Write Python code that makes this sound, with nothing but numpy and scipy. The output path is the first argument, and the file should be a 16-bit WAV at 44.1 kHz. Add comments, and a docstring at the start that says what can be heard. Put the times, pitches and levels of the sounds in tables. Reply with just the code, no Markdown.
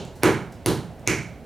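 """Tapping a soft clay bowl

A rounded plaster tool is tapped into a soft clay bowl on a turntable in a hard-walled workshop.
Each tap is a puff of noise before contact, a slap of noisy contacts and impulses ringing broad resonances.
The tool ticks faintly as it unsticks: short bursts of bright noise. One near echo is a delayed copy;
the room answers with decaying noise bands and low sine modes. A low, slightly flickering noise lies under it."""
import sys
import numpy as np
from scipy import signal
from scipy.fft import rfft, irfft, next_fast_len
from scipy.io import wavfile

SR = 44100
rng = np.random.default_rng(int(sys.argv[2]) if len(sys.argv) > 2 else 0)


def to_wav(s):
    """Save 16-bit WAV."""
    ch = np.atleast_2d(s).T  # columns
    pcm = np.round(np.clip(ch, -1, 1) * 32767)  # PCM
    wavfile.write(sys.argv[1], SR, pcm.astype(np.int16))


def nominal_scale(level):
    """Amplitude ratio for a level in decibels (scalar or array-like)."""
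    x = np.asarray(level, float) / 20
    return 10 ** x


N = 63945
LEAD = SR // 4   # samples rendered ahead of the start, so an earlier tap can still ring
BAND_EDGES_HZ = 33 * 2 ** np.arange(0, 9.3, .5)   # half octaves

# broad resonances of bench, bowl and tool, each passed twice: [f/Hz, width of one pass/Hz]
BODY_RESONANCES = [(130, 173), (350, 238), (900, 440), (1500, 730), (2230, 490), (2900, 1140), (4200, 1750),
                   (6300, 2230), (9800, 4500), (14000, 1700)]
# taps: [t/s, slap length/s, puff level/dB, then the strike level/dB of each resonance in turn]
TAPS = [(-.19, .001, -40, 18, 30.9, 11.5, 9.5, 8.5, 18, 17.3, 16, 9, -1),
        (0.2338, 0.0013, -40, 19.5, 27.7, 13.4, 16.5, 16.5, 9.3, 4.8, 7.3, 4.9, -0.98),
        (0.6608, 0.00099, -51, 19.2, 21.5, 7.3, 5.5, 3, 3.1, 7.6, 2.66, 6.2, 0.29),
        (1.0752, 0.00054, -39.5, 16, 17.3, 2.2, 8, 20, 3.8, 2.8, 11.6, 1, -3.1)]
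# the tool unsticks from the clay: [t/s, level ahead of the filter/dB, decay/s]
UNSTICKING = [(0.051, -35.5, 0.0012), (.155, -52, 0.034), (0.523, -47, 0.0089), (0.995, -47.5, 0.0022),
              (1.23, -46, 0.0039)]
# room answer by band: [f/Hz, level/dB, t60/s, slower tail relative to that level/dB]
ROOM_BANDS = [(60, -17, 0.61, -16), (143, -21, 0.53, -17), (237, -31.5, 0.47, -15), (367, -23, 0.3, -22.5),
              (565, -28.5, 0.51, -31.5), (926, -24.5, 0.47, -27.5), (2560, -30, 0.44, -38),
              (5400, -33, 0.39, -42), (9500, -36.5, 0.37, -43), (13200, -43, 0.23, -45),
              (16500, -26, 0.43, -45)]
# low modes of bench and room: [f/Hz, level/dB, t60/s]
LOW_MODES = [(62.5, -39.5, 0.31), (118.6, -45, 0.18), (143.2, -42, 0.32), (170.6, -51, 0.67),
             (292.5, -52.5, 0.3), (323.9, -46, 0.31), (372.3, -47, 0.27), (410.2, -49, 0.32),
             (464.2, -50, 0.32), (523.3, -54.5, .35)]
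# room sound that the ports do not share: [f/Hz, level relative to the shared part/dB]
UNSHARED_ROOM = [(100, -28), (2000, -42), (5000, -18), (9000, -2), (14000, -38)]
# colour of the room noise, relative: [f/Hz, level per Hz/dB]
FLOOR_COLOUR = [(18, -36), (30, -9), (86, 1.5), (345, -11.5), (702, -10.5), (780, -18.5), (1220, -25.5),
                (1720, -28), (2610, -32), (8080, -45), (16000, -48)]
# level balance of the ports: [f/Hz, left minus right level/dB]
PORT_BALANCE = [(60, -3.5), (110, -5), (200, -7), (380, -0.5), (700, 2.5), (1290, -5.5), (2380, -4.5),
                (4400, -2.5), (8120, 0.5), (15000, -0.5)]
# phase between the ports: [f/Hz, left lead/radians]
PORT_PHASE = [(60, 0.05), (300, 0.059), (700, 0.27), (2000, 0.05), (5000, 0.14), (7000, .4), (10000, 0.42),
              (15000, 0.24)]

SLAP_GRIT = 1       # the faces meet in a dying spray of tiny contacts
PUFF_S, PUFF_SWELL = 0.018, 1.4   # air squeezed out ahead of contact: length, exponent of its rise
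PUFF_LOW_HZ, PUFF_HIGH_HZ = 500, 4750
# edge of the first contact, heard only from close by
CRACK_DB, CRACK_LOW_HZ, CRACK_HIGH_HZ = 2.5, 870, 5700
TICK_LOW_HZ, TICK_HIGH_HZ = 3000, 12000
ECHO_DB, ECHO_DELAY_S = -10, .0072   # nearest hard surface
EARLY_DB = -11.5      # scatter off the bench before the walls answer
ROOM_START_S, ROOM_RISE_S, ROOM_HOLD_S, ROOM_KNEE_S = 0.003, 0.0061, 0.025, 0.011
LATE_T60_S = 0.94       # a weaker, slower tail from farther off
FLOOR_DB, FLICKER_DB, FLICKER_HZ = -42, 1.0, 5.2   # total rms, rms swing per band, corner of its smoothing
HISS_DB, HISS_CUT_HZ = -66.5, 12500   # level ahead of the low-pass


def rms_one(x):
    """Scale to rms 1."""
    return x / np.sqrt(np.mean(x ** 2) + 1e-20)


def at_hz(table, hz, column=1):
    """Read a table along log frequency."""
    points = np.array(table)
    return np.interp(np.log(hz + 1e-9), np.log(points[:, 0]), points[:, column])


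def convolve(a, b):
    """Convolution cut to the length of a."""
    size = next_fast_len(len(a) + len(b))
    return irfft(rfft(a, size) * rfft(b, size), size)[:len(a)]


def bandpass(x, low_hz, high_hz, order):
    """Butterworth band-pass."""
    return signal.sosfilt(signal.butter(order, [low_hz, high_hz], "band", fs=SR, output="sos"), x)


def lead_time():
    """Clock in seconds, running from the lead-in to the end."""
    return np.arange(N + LEAD) / SR - LEAD / SR


def bands(size):
    """Half-octave noise bands with their centres; neighbours are unrelated."""
    settle = 4000   # samples dropped while the filters settle
    white = rng.standard_normal((2, size + settle))
    for k, (low, high) in enumerate(zip(BAND_EDGES_HZ, BAND_EDGES_HZ[1:])):
        yield np.sqrt(low * high), bandpass(white[k % 2], low, high, 2)[settle:]


def drift(rate_hz):
    """Slow random wander of rms 1: noise through two equal poles, drawn every 40 samples."""
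    pole = np.exp(-2 * np.pi * rate_hz * 40 / SR)
    noise = rng.standard_normal(N // 40 + 2002)
    slow = signal.lfilter([1], [1, -2 * pole, pole * pole], noise)[2000:]
    return np.interp(np.arange(N) / 40, np.arange(len(slow)), rms_one(slow))


def ring(x, hz, width_hz):
    """A broad resonance: the same two-pole band-pass run twice."""
    r = np.exp(-np.pi * width_hz / SR)
    b = (1 - r * r) / 2 * np.array([1, 0, -1])
    a = [1, -2 * r * np.cos(2 * np.pi * hz / SR), r * r]
    return signal.lfilter(b, a, signal.lfilter(b, a, x))


def taps():
    """First contact, spray and puff ring the resonances; toward the walls the spray blurs into one clean blow."""
    t = lead_time()
    near, far = 0, 0
    noise, air = rng.standard_normal((2, N + LEAD))
    air = bandpass(air, PUFF_LOW_HZ, PUFF_HIGH_HZ, 3)
    for s, slap_s, puff_db, *struck_db in TAPS:
        since = t - s
        start = int(round(s * SR)) + LEAD
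        slap = SLAP_GRIT * noise * (since > 0) * np.exp(-(since / slap_s) ** 2) + 1e-18
        slap[start] = 1
        slap /= np.sqrt(np.sum(slap ** 2))   # unit energy, like the blow
        swell = (since < 0) * np.clip(1 + since / PUFF_S, 0, 1) ** PUFF_SWELL
        puff = nominal_scale(puff_db) * air * swell
        blow = np.zeros(N + LEAD) + 1e-18
        blow[start] = 1
        near = near + nominal_scale(CRACK_DB) * bandpass(blow, CRACK_LOW_HZ, CRACK_HIGH_HZ, 1)
        for k, ((hz, width_hz), db) in enumerate(zip(BODY_RESONANCES, struck_db)):
            hit = slap if k > 3 else blow   # the four lowest take the clean blow
            # polarity alternates from one resonance to the next
            rung = (-1) ** k * nominal_scale(db) * ring([puff + hit, blow], hz, width_hz)
            near, far = near + rung[0], far + rung[1]
    return np.array([near, far])


def ticks():
    """Unsticking as short bright crackles: filtered noise with instant starts and exponential decays."""
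    t = lead_time()
    shape = sum(nominal_scale(db) * (t > s) * np.exp(-np.abs(t - s) / decay_s) for s, db, decay_s in UNSTICKING)
    return bandpass(shape * rng.standard_normal(N + LEAD), TICK_LOW_HZ, TICK_HIGH_HZ, 2)


def room(near, far):
    """Direct sound, one echo, low modes and dense reflections that build, hold and die by band; mid and side."""
    t = np.arange(SR) / SR
    scatter = nominal_scale(EARLY_DB) * (t > .001)
    rise = scatter + 1 - np.exp(-np.maximum(t - ROOM_START_S, 0) / ROOM_RISE_S)
    # decay clock: bends softly from standing still to running
    fading = ROOM_KNEE_S * np.logaddexp(0, (t - ROOM_HOLD_S) / ROOM_KNEE_S)
    mid, side = np.zeros((2, SR))
    for (hz, shared), (_, unshared) in zip(bands(SR), bands(SR)):
        main_tail = nominal_scale(-60 * fading / at_hz(ROOM_BANDS, hz, column=2))
        late_tail = nominal_scale(at_hz(ROOM_BANDS, hz, column=3) - 60 * t / LATE_T60_S)
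        shape = nominal_scale(at_hz(ROOM_BANDS, hz)) * rise * (main_tail + late_tail)
        mid += shape * shared
        side += nominal_scale(at_hz(UNSHARED_ROOM, hz)) * shape * unshared
    for hz, db, t60 in LOW_MODES:
        mid += rise * nominal_scale(db - 60 * fading / t60) * np.sin(2 * np.pi * hz * t)
    echo = nominal_scale(ECHO_DB) * np.roll(near, int(ECHO_DELAY_S * SR))
    return near + echo + convolve(far, mid), convolve(far, side)


def floor():
    """Low room noise, built from noise bands whose levels flicker a little."""
    noise = 0
    for hz, band in bands(N):
        noise = noise + nominal_scale(at_hz(FLOOR_COLOUR, hz) + FLICKER_DB * drift(FLICKER_HZ)) * band
    return nominal_scale(FLOOR_DB) * rms_one(noise)


def scene():
    """Everything reaches two close microphone ports almost alike."""
    near, far = taps() + ticks()
    mid, side = room(near, far)
    mid = mid[LEAD:] + floor()
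    side = side[LEAD:]
    return np.array([mid + side, mid - side])


def roll_off(x):
    """The treble ends steeply here."""
    return signal.sosfilt(signal.butter(12, 16850, fs=SR, output="sos"), x)


def record(dry):
    """The ports differ in level and phase by band and hiss faintly."""
    size = next_fast_len(N + 8192)
    hz = np.arange(size // 2 + 1) * SR / size
    # half the difference goes to each port, in opposite directions
    tilt = nominal_scale(at_hz(PORT_BALANCE, hz) / 2) * np.exp(.5j * at_hz(PORT_PHASE, hz))
    pair = irfft(rfft(dry, size) * np.array([tilt, 1 / tilt]), size)[:, :N]
    low_pass = signal.butter(4, HISS_CUT_HZ, fs=SR, output="sos")
    hiss = signal.sosfilt(low_pass, rng.standard_normal((2, N)))
    mix = pair + nominal_scale(HISS_DB) * hiss
    return roll_off(mix)


dry = scene()
out = record(dry)
to_wav(out)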